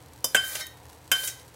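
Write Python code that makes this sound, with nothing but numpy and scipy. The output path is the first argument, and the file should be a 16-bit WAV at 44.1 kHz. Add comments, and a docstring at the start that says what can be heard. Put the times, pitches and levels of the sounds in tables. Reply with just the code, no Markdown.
"""Ladle in a steel pot

A small kitchen with a low hum; one microphone, close to a tilted stainless pot.
A steel ladle knocks inside it and twice scrapes along the wall, pushing out thick food that ticks wetly.
Each knock cracks through the thin shell and rings pot and ladle; each scrape is a stream of tiny
catches in the same metal."""
import sys
import numpy as np
from scipy import signal
from scipy.fft import rfft, irfft
from scipy.io import wavfile

SR = 44100
rng = np.random.default_rng(int(sys.argv[2]) if len(sys.argv) > 2 else 0)


def generate_wav(sig):
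    """Save sig (samples, or channels by samples) to the path in sys.argv[1] as 16-bit PCM at SR."""
    pcm = np.round(np.clip(np.atleast_2d(sig).T, -1, 1) * 32767).astype(np.int16)
    wavfile.write(sys.argv[1], SR, pcm)


N = 68355
T = np.arange(N) / SR
TOP_HZ = 15800


def undb(db):
    """Decibels to amplitude."""
    return 10 ** (np.asarray(db) / 20)


def unit(x):
    """Scale to rms 1."""
    return x / np.sqrt(np.mean(x ** 2) + 1e-18)


def fade(t60):
    """Exponential decay, 60 dB down after t60 seconds."""
    return np.exp(-np.log(1000) * T / max(t60, 1e-3))


def swell(t60, rise_s):
    """Envelope of a ring that builds up before it fades; peak 1."""
    shape = fade(t60) * (1 - np.exp(-T / max(rise_s, 1e-4))) ** 2
    return shape / shape.max()


def delay(x, s):
    """Start a sound s seconds later."""
    return np.concatenate([np.zeros(int(s * SR)), x])[:N]


def through(x, response):
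    """Play x through a response of unit energy."""
    return signal.fftconvolve(x, unit(response))[:N] / np.sqrt(N)


def colour(x, points):
    """Shape by a spectrum of (f/Hz, level/dB) points, rolling off below the first; rms 1."""
    hz, db = np.array(points).T
    f = np.maximum(np.arange(N // 2 + 1) * SR / N, 1)
    gain = undb(np.interp(np.log(f), np.log(hz), db))
    low_cut = np.minimum(f / hz[0], 1) ** 2
    return unit(irfft(rfft(x) * gain * low_cut, N))


def band(x, lo_hz, hi_hz):
    """Band-pass; rms 1."""
    sos = signal.butter(3, [lo_hz, min(hi_hz, SR / 2 - 1000)], "band", fs=SR, output="sos")
    return unit(signal.sosfilt(sos, x))


def sine(hz):
    """A partial at a random phase."""
    return np.sin(2 * np.pi * (hz * T + rng.random()))


def wavering(hz, depth, spread_hz):
    """A partial made unsteady by a narrow band of noise around it."""
    return sine(hz) + depth * band(rng.standard_normal(N), hz - spread_hz, hz + spread_hz)


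def impacts(per_s, spread_db):
    """Random tiny impacts of uneven size; rms 1."""
    size = undb(spread_db * np.minimum(rng.exponential(size=N), 4))
    struck = rng.random(N) < per_s / SR
    return unit(struck * size * rng.choice([-1, 1], N))


def kitchen():
    """Room tone: steady noise with a low, wavering hum."""
    # spectrum of the room tone: f/Hz, relative density/dB
    room_spectrum = [(30, -41), (50, -7), (90, -2.5), (150, -4.5), (210, -17.5), (295, -4.5), (350, -12),
                     (500, -6.5), (700, -17), (1000, -19.5), (1400, -17), (5000, -26.5), (15500, -30.5)]
    # partials of the hum: f/Hz, level/dB
    hum_partials = [(78, -59), (121, -58.5)]
    hum = sum(undb(db) * unit(wavering(hz, depth=0.55, spread_hz=10)) for hz, db in hum_partials)
    return hum + undb(-53.5) * colour(rng.standard_normal(N), room_spectrum)


def food():
    """Sticky food slides, parts and lands: a soft rustle and a few clear ticks over a faint patter."""
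    # the louder wet ticks: t/s, level/dB
    wet_ticks = [(.771, -48), (.8545, -47), (0.8983, -43.5), (0.929, -43.5), (1.397, -44.5), (1.414, -48),
                 (1.49, -62.5), (1.543, -46)]
    # spectrum of ticks and patter: f/Hz, relative density/dB
    wet_spectrum = [(600, -4), (2000, -6.5), (5000, -6), (10000, -5.5), (16000, -14)]
    # rustle of the food sliding out: t/s, level/dB
    slide_levels = [(.68, -60.5), (.82, -56.5), (.95, -58.5), (1.08, -61.5)]
    tick_t60 = 0.025
    ticks = sum(delay(undb(db) * colour(rng.standard_normal(N), wet_spectrum) * fade(tick_t60), s)
                for s, db in wet_ticks)
    patter = through(impacts(per_s=90, spread_db=3), rng.standard_normal(N) * fade(tick_t60 / 2))
    slide_gain = undb(np.interp(T, *np.array(slide_levels).T))
    slide = slide_gain * band(rng.standard_normal(N), lo_hz=666, hi_hz=1050)
    return ticks + slide + undb(-61) * colour(patter, wet_spectrum)


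def shell(mode_bins):
    """The crowded modes of the thin steel, undamped, with fresh weights for each point of contact."""
    lines = np.zeros(N // 2 + 1, complex)
    lines[mode_bins] = rng.standard_normal(len(mode_bins)) + 1j * rng.standard_normal(len(mode_bins))
    return irfft(lines, N)


def rubbed_mode(drive, hz, t60):
    """A mode of the wall stores the energy of the rubbing and rings on, wavering a little."""
    retained = np.exp(-2 * np.log(1000) / (t60 * SR))
    energy = signal.lfilter([1 - retained], [1, -retained], drive ** 2)
    return np.sqrt(energy) * wavering(hz, depth=0.44, spread_hz=45)


def stroke(points):
    """Envelopes of hiss, grind and wall drive for one pass of the ladle; silent outside it."""
    times, *levels = np.array(points).T
    return undb([np.interp(T, times, db, left=-np.inf, right=-np.inf) for db in levels])


def scrapes(mode_bins):
    """The ladle's edge keeps catching: it hisses when light, grinds and rings the wall when pressed."""
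    # two strokes along the wall, each: t/s, relative levels of hiss/dB, grind/dB, wall drive/dB
    strokes = [
        [(.27, -66, -56, -70), (.32, -75, -54, -76), (.43, -42, -40.5, -56), (.446, -33.5, -43, -47),
         (.50, -33.5, -42.5, -56), (.55, -36, -36, -65), (.59, -37, -37.5, -53.5), (.61, -34.5, -32.5, -32.5),
         (.63, -79, -55, -60), (.67, -73, -59, -64)],
        [(1.15, -43, -33, -66), (1.19, -34.5, -40.5, -69), (1.225, -34, -41.5, -58), (1.238, -28.5, -31, -42.5),
         (1.27, -33, -61, -47.5), (1.28, -47, -35.5, -43.5), (1.31, -58, -54, -57), (1.335, -67, -53, -69),
         (1.41, -78, -55.5, -62)],
    ]
    # spectrum of light contact: f/Hz, relative density/dB
    hiss_spectrum = [(1500, -12), (4000, -24), (7000, 0), (12000, 0.5), (16000, -2.5)]
    # spectrum of pressed contact: f/Hz, relative density/dB
    grind_spectrum = [(150, -34), (500, 0.5), (1100, -3), (2000, 5.5), (2800, -3.5), (4300, 7.5),
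                      (7000, -5.5), (10000, -2.5), (16000, -35)]
    # modes of the wall: f/Hz, weight in the first stroke/dB, in the second/dB, t60/s
    wall_modes = [(1560, -9, -8, .25), (1852, -5, -24, .45), (1949, -11, -16, .3), (2030, -18, -6, .4),
                  (2143, -7, -16, .2), (3095, -9, -7, .3), (3755, -8, -18, .35), (3810, -7, -4, .3),
                  (4367, -11, -16, .25), (4715, -16, -6, .16), (5270, -11, -18, .2), (5385, -20, -5, .16),
                  (5440, -9, -12, .2), (5795, -22, -4, .15), (6410, -13, -6, .24), (9189, -9, -14, .13),
                  (9707, -18, -4, .14)]
    first, second = map(stroke, strokes)
    hiss_gain, grind_gain, _ = first + second
    hiss = hiss_gain * colour(impacts(per_s=5000, spread_db=4), hiss_spectrum)
    grind = grind_gain * colour(impacts(per_s=5000, spread_db=4), grind_spectrum)
    edge = hiss + grind
    shimmer = through(edge, shell(mode_bins) * fade(t60=0.12))
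    wall = sum(rubbed_mode(undb(db1) * first[-1] + undb(db2) * second[-1], hz, t60)
               for hz, db1, db2, t60 in wall_modes)
    return undb(-6.5) * (edge + shimmer) + undb(2) * wall


def base_ring():
    """The struck base of the pot: its modes swell, beat and fade."""
    # modes of the base: f/Hz, relative level/dB, t60/s, rise/s
    base_modes = [(717, -26.5, .2, 0.0023), (1105, -17.5, 0.19, 0.00083), (1453, -7.5, 0.092, 0.00088),
                  (1543, -8.5, 0.35, 0.00095), (1620, -15.5, 0.46, 0.00035), (2190, -10.5, 0.076, 0.00086),
                  (2500, -11.5, 0.041, 0.0004), (2615, -8, 0.054, 0.00057), (3070, -9, 0.3, 0.0017),
                  (3100, -1.5, 0.071, 0.039), (4950, -17, 0.19, 0.0019), (6560, -22.5, 0.17, 0.0013),
                  (7430, -12, 0.049, 0.0007), (7720, -17, 0.11, .001), (8635, -16.5, 0.079, 0.00073),
                  (9420, -19, .13, 0.00085), (10240, -24, 0.26, .001)]
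    return sum(undb(db) * np.sin(2 * np.pi * hz * T) * swell(t60, rise_s)
               for hz, db, t60, rise_s in base_modes)


def base_flex(hz=1567, length_s=0.011):
    """The base gives under the ladle and springs back: a brief tone with its octave."""
    phase = 2 * np.pi * hz * T
    arch = np.sin(np.pi * np.minimum(T / length_s, 1))
    return (np.sin(phase) + undb(-7.5) * np.sin(2 * phase)) * arch


def ladle_ring():
    """The struck ladle rings in quickly fading partials."""
    # modes of the ladle: f/Hz, relative level/dB, t60/s before scaling
    ladle_modes = [(520, -7, .12), (607, -8, .08), (3066, -5, .17), (3571, -8, .12), (4932, 0, .17),
                   (5140, -5, .19), (5485, -1, .09), (5947, 1, .1), (6888, -9, .11), (7280, -7, .14),
                   (8668, -7, .15), (11043, -6, .14)]
    ring_scale = 0.77  # shortens all the ladle's ring times
    return sum(undb(db) * sine(hz) * fade(t60 * ring_scale) for hz, db, t60 in ladle_modes)


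def knocks(mode_bins):
    """Ladle strikes pot: a short crack, a shimmer of the shell, and the rings of base and ladle."""
    # strikes: t/s, thud/dB, clang/dB, ping/dB, fizz/dB, crack t60/s, base/dB, ladle/dB, flex/dB
    strikes = [(.2430, -29, -39.5, -21.5, -21, 0.054, -46, -25.5, -53),
               (0.3464, -21.5, -18, -20, -21.5, 0.047, -28.5, -39, -9.5),
               (0.3537, -33, -28, -22.5, -36, 0.056, -33, -54, -30),
               (0.3632, -46, -24, -34, -31, 0.039, -18, -52, -33),
               (0.5531, -38.5, -32.5, -31, -36.5, 0.068, -39.5, -43, -36),
               (.6670, -52, -48, -36.5, -35, 0.027, -70, -76, -70),
               (1.1154, -33, -25.5, -20, -22, 0.085, -17, -33, -19),
               (1.119, -48, -16, -43, -26, 0.018, -62, -42, -31.5),
               (1.2739, -69, -37.5, -26.5, -32.5, 0.11, -71, -45, -55)]
    # bands of the crack (thud, clang, ping, fizz): low f/Hz, high f/Hz
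    crack_bands = [(245, 1096), (1900, 3490), (6000, 9800), (10000, 15100)]
    shimmer_dbs = (-16, -16, -24.5, -24.5)  # against the crack, band by band
    shimmer_t60, attack_s = 0.18, 0.000095
    attack = 1 - np.exp(-T / attack_s)
    base, flex = base_ring(), base_flex()
    out = np.zeros(N)
    for s, *band_dbs, crack_t60, base_db, ladle_db, flex_db in strikes:
        noise, steel = rng.standard_normal(N), shell(mode_bins)
        hit = undb(base_db) * base + undb(flex_db) * flex + undb(ladle_db) * ladle_ring()
        for (lo, hi), db, shimmer_db in zip(crack_bands, band_dbs, shimmer_dbs):
            crack = band(noise, lo, hi) * fade(crack_t60)
            shimmer = undb(shimmer_db) * band(steel, lo, hi) * fade(shimmer_t60)
            hit += undb(db) * (crack + shimmer)
        out += delay(hit * attack, s)
    return out


def scene():
    """Pot, ladle and food close to the microphone, the kitchen's short echo behind them; mono."""
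    mode_bins = rng.integers(1, int(TOP_HZ * N / SR), size=260)  # the shell's modes as FFT bins
    near = knocks(mode_bins) + scrapes(mode_bins) + food()
    room_response = delay(rng.standard_normal(N) * fade(t60=0.35), s=0.006)
    echo = undb(-11.5) * through(near, room_response)
    return (near + echo + kitchen())[None]


def record(dry):
    """The recorder cuts the treble steeply above TOP_HZ."""
    return signal.sosfilt(signal.ellip(10, .2, 70, TOP_HZ, fs=SR, output="sos"), dry)


dry = scene()
out = record(dry)
generate_wav(out)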